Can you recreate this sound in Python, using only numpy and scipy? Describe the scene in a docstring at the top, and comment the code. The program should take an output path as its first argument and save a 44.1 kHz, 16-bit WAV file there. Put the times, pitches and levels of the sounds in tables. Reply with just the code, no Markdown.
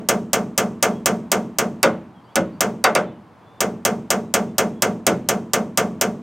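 """A slide hammer pulls a dent from a pickup bed outdoors, about four blows a second, under air noise and faint birds.
The tail of a blow opens; each blow is a crack of steel, a clang of tool and sheet metal, then a late hollow boom.
Blows ring alike until about 1.8 s; up to 3 s several land askew or make the panel give, as does one near 5 s.
Cracks and clangs are shaped noise plus decaying sines, booms are sines, birds are gliding sines; loud peaks clip."""
import sys
import numpy as np
from scipy import signal
from scipy.fft import rfft, irfft, next_fast_len
from scipy.io import wavfile
from scipy.ndimage import uniform_filter1d

SR = 44100
rng = np.random.default_rng(int(sys.argv[2]) if len(sys.argv) > 2 else 0)


def store_pcm(level_fs):
    """Save levels as 16-bit WAV."""
    pcm = np.round(np.clip(level_fs, -1, 1) * 32767).astype(np.int16)
    wavfile.write(sys.argv[1], SR, np.atleast_2d(pcm).T)


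N = 274302
RING = 32768  # samples in one ring
T = np.arange(RING) / SR
HZ = np.fft.rfftfreq(RING, 1 / SR)
BANDS = np.geomspace(30, 16000, 28)  # band centres, Hz


def amp(db):
    """Decibels to gain."""
    return 10 ** (np.asarray(db) / 20)


def evened(x):
    """Scales to an rms of 1."""
    return x / np.sqrt(np.mean(x ** 2) + 1e-20)


def read(table, hz, axis=1):
    """One column of a table, joined by straight lines over log frequency."""
    table = np.array(table, float)
    return np.interp(np.log(hz + 1), np.log(table[:, 0]), table[:, axis])


def add(mix, s, sound):
    """Mixes a sound in at time s; what falls outside the mix is dropped."""
    start = round(s * SR)
    sound = sound[max(-start, 0):]
    part = mix[:, max(start, 0):][:, :len(sound)]
    part += sound[:part.shape[1]]


def scatter(size=RING):
    """The spectrum of white noise of rms 1: flat, with random phases."""
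    return np.sqrt(size) * np.exp(2j * np.pi * rng.random(size // 2 + 1))


def swell_and_die(t60_s, build_s):
    """A ring that builds up as the vibration spreads, then dies away."""
    build = (1 - np.exp(-T / max(build_s, 1e-5))) ** 2
    return build * amp(-60 * T / max(t60_s, 1e-3))


def noise_tail(t60_s, build_s):
    """A diffuse echo of unit energy: noise that swells and dies."""
    return evened(rng.standard_normal(RING) * swell_and_die(t60_s, build_s)) / np.sqrt(RING)


def air():
    """Steady outdoor background: shaped noise with a slight slow swell."""
    # outdoor spectrum: (frequency [Hz], relative level [dB])
    spectrum = [(25, -24.5), (60, -15), (120, 7), (200, -2), (500, -3), (1000, -1.5), (1800, -14.5),
                (3200, -23), (4500, -28), (7000, -34), (15000, -42)]
    level_db, swell_spread_db, swell_points = -48.5, .7, 30
    gain = amp(read(spectrum, np.fft.rfftfreq(N, 1 / SR)))
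    noise = irfft(rfft(rng.standard_normal(N)) * gain, N)
    points_db = swell_spread_db * rng.standard_normal(swell_points)
    swell_db = np.interp(np.arange(N), np.linspace(0, N, swell_points), points_db)
    return amp(level_db + swell_db) * evened(noise)


def far_chirps(count=14):
    """Farther birds: short glides, mostly upwards, at random times and pitches, in the near birds' columns."""
    low_hz, high_hz, mean_s, rise, level_db = 2400, 4520, 0.047, 0.045, -66
    when, pitch, length, glide = rng.random((count, 4)).T
    start_hz = low_hz + (high_hz - low_hz) * pitch
    end_hz = start_hz * (1 + rise * (2 * glide - .5))
    return list(zip(when * N / SR, mean_s * (.5 + length), start_hz, end_hz, np.full(count, level_db)))


def birds(echo_t60_s=0.29, wet=0.51):
    """Thin far whistles: gliding, wavering sines, smeared by the trees."""
    # nearer birds: (time [s], length [s], start [Hz], end [Hz], relative level [dB])
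    near_chirps = [(.932, 0.068, 3300, 3280, -57.5), (2.145, 0.069, 3380, 3150, -61),
                   (2.233, 0.04, 4470, 4700, -66), (2.26, .066, 2830, 3400, -60.5),
                   (2.31, 0.031, 4430, 4650, -66), (2.522, .05, 4480, 4640, -64),
                   (3.056, 0.054, 3600, 3450, -58), (3.09, 0.11, 3100, 2900, -64),
                   (3.411, 0.22, 3320, 3580, -62), (4.238, .048, 3750, 3970, -65),
                   (4.73, 0.14, 3370, 3300, -62)]
    out = np.zeros((1, N))
    for s, length_s, start_hz, end_hz, db in list(near_chirps) + far_chirps():
        u = np.linspace(0, 1, int(max(length_s, .01) * SR))
        slow_noise = uniform_filter1d(rng.standard_normal(len(u)), size=150)
        waver = 1 + .01 * evened(slow_noise)
        hz = (start_hz + (end_hz - start_hz) * np.sin(u * np.pi / 2)) * waver
        envelope = np.sqrt(abs(np.sin(np.pi * u)))
        add(out, s, amp(db) * envelope * np.sin(2 * np.pi * np.cumsum(hz) / SR))
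    trees = noise_tail(echo_t60_s, .005)
    echo = signal.oaconvolve(out[0], trees)[:N]
    return (out[0] + wet * echo) / np.hypot(1, wet)


def band_envelopes(table):
    """Level against time in each band; nothing rings far outside the table's range."""
    db, t60_s, build_s = (read(table, BANDS, axis=k) for k in range(1, 4))
    inside = np.minimum(1, np.minimum(BANDS / table[0][0], table[-1][0] / BANDS)) ** 4
    return np.array([g * swell_and_die(d, b) for g, d, b in zip(amp(db) * inside, t60_s, build_s)])


def modes(table, shift, ring, phases, colour, drift=0.0082):
    """Sums decaying sines; shift (0-1) moves the energy from the first set of levels to the second."""
    detune = 1 + drift * shift * rng.standard_normal(len(table)) / 2
    total = 0
    for (hz, first_db, second_db, t60_s, build_s), phase, d in zip(table, phases, detune):
        gain = colour(hz) * amp(first_db + shift * (second_db - first_db))
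        sine = np.sin(2 * np.pi * hz * d * T + phase)
        total = total + gain * swell_and_die(t60_s * ring, build_s) * sine
    return total


def strokes():
    """Square blows crack and boom, askew ones clang; a panel that gives takes the edge off and rings shorter."""
    # blows: (time [s], force [dB], how far the panel gives [0-1], how far askew the weight lands [0-1])
    blows = [(-.157, 2, 0.1, 0.47), (0.0884, -0.5, 0, 0), (0.3326, -1, 0, 0), (0.5785, -1, 0, 0),
             (.8270, 0.4, 0, 0.1), (1.059, -0.6, .05, 0), (1.3176, -0.8, .1, .1),
             (1.5863, -1.95, 0.1, 0.07), (1.83, 2, .8, .8), (2.3571, -1.5, .95, .5),
             (2.6073, -1.5, .05, 0.09), (2.841, 0, .35, 1), (2.9511, -0.5, .5, .65),
             (3.6061, -2.5, 0.08, 0.07), (3.8515, -1.6, 0, 0.02), (4.1045, -1.5, 0, 0.02),
             (4.3401, -0.5, 0.02, 0.03), (4.5830, -0.5, 0.07, 0.06), (4.8223, -0.6, 0.1, 0.12),
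             (5.067, 1.2, 0.5, .25), (5.2885, -2, 0, 0), (5.5347, -1.2, .1, 0.1), (5.7750, -0.5, .05, 0.1),
             (6.0126, -1.85, 0.05, 0)]
    # changes: (dB when the panel gives fully, dB when the weight lands fully askew)
    crack_change_db, steel_change_db = (-0.5, -2.5), (-5, -7.5)
    clang_change_db, boom_change_db = (-4.5, 9), (8.5, -11.5)
    give_damping = 0.17  # share of the ring time lost when the panel gives fully
    full_stroke_s, short_stroke_db = .22, -13  # a sooner blow has no run-up and loses its bright edge
    base_crack_db = 2.5
    changes_db = [crack_change_db, steel_change_db, clang_change_db, boom_change_db]
    last_s = -np.inf
    for s, force_db, give, askew in blows:
        give, askew = np.clip([give, askew], 0, 1)
        crack_db, ring_db, middle_db, boom_db = np.dot(changes_db, [give, askew])
        short_db = short_stroke_db * max(0, 1 - (s - last_s) / full_stroke_s)
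        last_s = s
        crack_db += base_crack_db + short_db
        ring = 1 - give_damping * give
        yield s, force_db, give, askew, crack_db, ring_db + short_db, middle_db, boom_db, ring


def crack(spectrum):
    """Steel meets steel: a bright noise burst of a few milliseconds."""
    # contact spectrum: (frequency [Hz], relative level [dB])
    contact_levels = [(100, -36.5), (500, 3.5), (1200, -3.5), (2000, -11.5), (3200, -1.5), (4300, -19),
                      (5400, 1.5), (7000, -0.5), (9400, -1), (10200, -10), (12300, -10), (14200, -3.5),
                      (16000, -17.5)]
    decay_s, window_s, gain_db = .0008, .004, 2
    burst = irfft(spectrum) * np.exp(-T / decay_s)
    even = np.exp(1j * np.angle(rfft(burst)))  # every frequency is struck equally hard
    log_gain = np.log(amp(read(contact_levels, HZ)))
    mirrored = np.r_[log_gain, log_gain[-2:0:-1]]
    causal = np.exp(np.conj(signal.hilbert(mirrored)))[:len(HZ)]  # minimum phase: the filter adds no pre-ring
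    window = np.exp(-(T / window_s) ** 2)
    return amp(gain_db) * np.sqrt(decay_s * SR / 2) * irfft(even * causal) * window


def hammer(clang_db=-5, steel_db=-4.5, yard_db=-6, chance=0.37, boom_hz=300, clang_hz=1300,
           clang_octaves=0.98, panel_delay_s=0.00499, boom_delay_s=0.02553):
    """The same metal is struck each time, so much of its fine ring repeats, less so as the panel gives."""
    # side panel modes: (frequency [Hz], level holding [dB], level giving [dB], t60 [s], build-up [s])
    panel_modes = [(224.8, -24.5, -20.5, 0.39, 0.0027), (265.4, -33.5, -18.5, 0.21, 0.006),
                   (326.5, -33.5, -20, 0.53, 0.0049), (380.6, -33.5, -25.5, 0.36, 0.012),
                   (403.5, -23, -27.5, 0.43, .007), (431.4, -20, -24, .35, 0.0032),
                   (456, -18.5, -17, 0.27, 0.011), (519, -30.5, -21.5, 0.4, 0.0041),
                   (548, -29, -7.5, .28, .007), (602, -27, -17, 0.38, 0.008),
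                   (632, -29.5, -23.5, 0.26, 0.013), (670, -22, -29.5, 0.25, .008),
                   (717.5, -20.5, -24, 0.23, 0.0073), (727, -21, -26, 0.29, 0.015),
                   (778, -25.5, -23, 0.17, 0.0027), (867, -31, -27, .26, 0.0045),
                   (945.7, -25.5, -26.5, .24, 0.0029), (1052, -34, -31.5, .26, .005),
                   (1068, -27.5, -34, 0.24, 0.0073), (1147, -30.5, -34.5, 0.32, 0.0028),
                   (1178, -31, -30.5, 0.16, 0.0045), (1198, -21.5, -30.5, 0.18, 0.0028),
                   (1278, -34.5, -27.5, 0.22, 0.0048), (1341, -30.5, -31, 0.27, .004),
                   (1422, -30.5, -23, .2, .004), (1473, -26, -16, .2, .004),
                   (1556, -24.5, -26.5, .17, .003), (1559, -30, -30, 0.15, .003),
                   (1690, -37, -25.5, 0.11, 0.0027)]
    # hollow bed modes: (frequency [Hz], level holding [dB], level giving [dB], t60 [s], build-up [s])
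    bed_modes = [(96.4, -39, -38, .7, .02), (126.6, -34, -29, 0.6, 0.044), (180.4, -20, -21, 0.47, 0.022),
                 (202.8, -16.5, -24, 0.41, 0.016), (224.8, -17.5, -19.5, 0.41, 0.026)]
    # shaft and hook modes: (frequency [Hz], level square [dB], level askew [dB], t60 [s], build-up [s])
    tool_modes = [(768, -46.5, -4.5, 0.087, 0.0032), (1950, -33, -23, 0.17, 0.00077),
                  (2053, -28, -23.5, 0.18, .002), (2121, -30, -21.5, 0.2, .002),
                  (2304, -24.5, -17.5, .12, 0.0018), (2650, -28, -15.5, 0.091, 0.0023),
                  (2927, -23, -32.5, 0.12, 0.001), (3180, -28, -35.5, 0.12, .002),
                  (3272, -26, -33, .13, 0.00067), (3575, -42, -23, .12, .0005), (3805, -44, -20, .1, .0005),
                  (4545, -41, -20, .07, .0003), (4650, -43, -16, .07, .0003), (4770, -43, -20, .07, .0003),
                  (5455, -33, -28, .12, .0003), (6118, -30, -37, .14, .0003), (6370, -30, -36, .14, .0003),
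                  (6780, -30, -34, .13, .0003), (7850, -31, -36, .11, .0003), (8144, -31, -36, .12, .0003),
                  (8280, -29, -36, .13, .0003), (9460, -18, -18.5, 0.024, .0001),
                  (11400, -34.5, -16.5, 0.024, 0.000075)]
    # dense small modes of sheet metal and tool: (frequency [Hz], relative level [dB], t60 [s], build-up [s])
    clang_bands = [(29.8, -27.5, 1, 0.004), (78, -13, 0.94, 0.0028), (178.4, 0.5, 0.98, 0.005),
                   (324, -3, 0.78, 0.002), (422, 6.5, 0.37, 0.0048), (640, 3.5, 0.38, 0.0011),
                   (990, -4, 0.32, 0.0029), (1390, 5.5, 0.17, 0.0025), (1780, -4.5, 0.17, 0.0027),
                   (2280, -2.5, 0.15, 0.0023), (3200, -5.5, 0.15, 0.0082), (3830, -9, 0.086, .001),
                   (5950, -15, 0.19, 0.00091)]
    # hardened shaft and its stop: (frequency [Hz], relative level [dB], t60 [s], build-up [s])
    steel_bands = [(2000, -18.5, 0.063, .0002), (4350, -3, 0.03, 0.00067), (5830, -1, 0.07, 0.00032),
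                   (6850, 1, 0.14, 0.00024), (7250, 7, 0.048, 0.00069), (9100, -13, 0.081, .0002),
                   (11700, -13, .08, 0.00016), (13880, -3.5, .072, 0.00018), (15630, -6.5, 0.058, .0002)]
    # answer from house and trees: (frequency [Hz], relative level [dB], t60 [s], build-up [s])
    yard_bands = [(100, -17, 0.79, 0.019), (230, 1, 0.92, 0.0063), (700, -23.5, 0.23, 0.041),
                  (1500, -15, 0.38, .02), (2950, -26, 0.46, 0.032), (4170, -29, 0.35, 0.017),
                  (6460, -22, 0.37, .015), (8170, -34, 0.51, 0.017), (9900, -33, 0.31, .015),
                  (16000, -41, 0.41, .015)]
    # overlapping bands that sum to a flat spectrum
    split = np.array([np.interp(np.log(HZ + 1), np.log(BANDS), row) for row in np.eye(len(BANDS))])
    clang, steel, yard = (band_envelopes(table) for table in (clang_bands, steel_bands, yard_bands))
    loss_db = -60 * T / read(clang_bands, BANDS, axis=2)[:, None]
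    metal, contact = scatter(), scatter()
    panel_phases, tool_phases = (rng.uniform(0, 2 * np.pi, len(t)) for t in (panel_modes, tool_modes))
    out = np.zeros((1, N))
    for s, force_db, give, askew, crack_db, ring_db, middle_db, boom_db, ring in strokes():
        force = amp(force_db)
        new = np.clip(chance + give, 0, 1)
        same = np.sqrt(1 - new ** 2)

        def colour(hz):
            """This blow's gain in the boom and clang ranges."""
            low_db = boom_db / (1 + (hz / boom_hz) ** 4)
            mid_db = middle_db * np.exp(-(np.log2(hz / clang_hz) / clang_octaves) ** 2 / 2)
            return amp(low_db + mid_db)

        # modes too dense to tell apart, band by band, with the yard's tail under them
        grain = irfft(split * (same * metal + new * scatter()))
        treble = amp(ring_db * (BANDS > 4000))[:, None]
        clang_power = (amp(clang_db + loss_db * (1 / ring - 1)) * clang) ** 2
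        steel_power = (amp(steel_db + ring_db) * steel) ** 2
        yard_power = (amp(yard_db) * yard * treble) ** 2
        sound = colour(BANDS) @ (grain * np.sqrt(clang_power + steel_power + yard_power))

        phases = panel_phases + 2 * give * rng.standard_normal(len(panel_modes))
        add(out, s + panel_delay_s, force * modes(panel_modes, give, ring, phases, colour))

        phases = tool_phases + new * rng.standard_normal(len(tool_modes))
        sound += modes(tool_modes, askew, ring, phases, np.ones_like)
        sound += amp(crack_db) * crack(same * contact + new * scatter())
        add(out, s, force * sound)

        # the bending wave needs time to cross the bed; its modes start together and beat
        phases = new * rng.standard_normal(len(bed_modes))
        add(out, s + boom_delay_s, force * modes(bed_modes, give, ring, phases, colour))
    return out[0]


def walls(x, side_db, t60_s, bright_hz):
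    """Bed walls reflect sideways, so the ports hear it with opposite sign, most in the treble."""
    high_pass = signal.butter(1, min(bright_hz, SR / 3), "high", fs=SR)
    tail = signal.lfilter(*high_pass, noise_tail(t60_s, 0.0016))
    return amp(side_db) * signal.oaconvolve(x, tail)[:N]


def ports(x):
    """Two close ports hear nearly the same bass; the body round them shades and scatters the treble."""
    # ports: (frequency [Hz], left minus right [dB], mean left lead [rad], phase ripple per port [rad rms])
    port_response = [(30, .3, .35, .05), (70, -.2, .15, .03), (160, -.7, .11, .03), (350, -.1, .14, .03),
                     (600, .3, .16, .03), (1200, .1, .1, .03), (3500, 0, 0, .05), (7000, -.8, -.1, .17),
                     (8700, -3, -.35, .22), (9400, -7.5, .2, .22), (11000, -1, .6, .3),
                     (12500, .5, .7, .42), (13900, 7, .7, .42), (16000, 2, .2, .45)]
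    size = next_fast_len(N + RING)
    hz = np.fft.rfftfreq(size, 1 / SR)
    balance_db, lead_rad, loose_rad = (read(port_response, hz, axis=k) for k in range(1, 4))
    # short paths round the body ripple the phase between the ports
    delays_s = np.linspace(.0002, .0012, 6)
    ripple = evened(sum(np.sin(2 * np.pi * (hz * delay + rng.random())) for delay in delays_s))
    lean = amp(balance_db / 2) * np.exp(1j * (lead_rad / 2 + loose_rad * ripple))
    return irfft(rfft(x, size) * np.array([lean, 1 / lean]), size)[:, :N]


def scene(wide_db=-14):
    """The background comes from all round, so a little of it differs between the ports."""
    blows = hammer()
    side = walls(blows, side_db=-20.5, t60_s=.2, bright_hz=6000) + amp(wide_db) * air()
    return ports(blows + birds() + air()) + side * np.array([[1], [-1]])


def record(dry, ceiling=1.0, edge_hz=16000):
    """The cracks overload the input and clip; then a low-pass sets the band limit."""
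    clipped = np.clip(dry, -ceiling, ceiling)
    low_pass = signal.firwin(255, edge_hz, window=("kaiser", 8), fs=SR)
    return signal.oaconvolve(clipped, low_pass[None], "same")


dry = scene()
out = record(dry)
store_pcm(out)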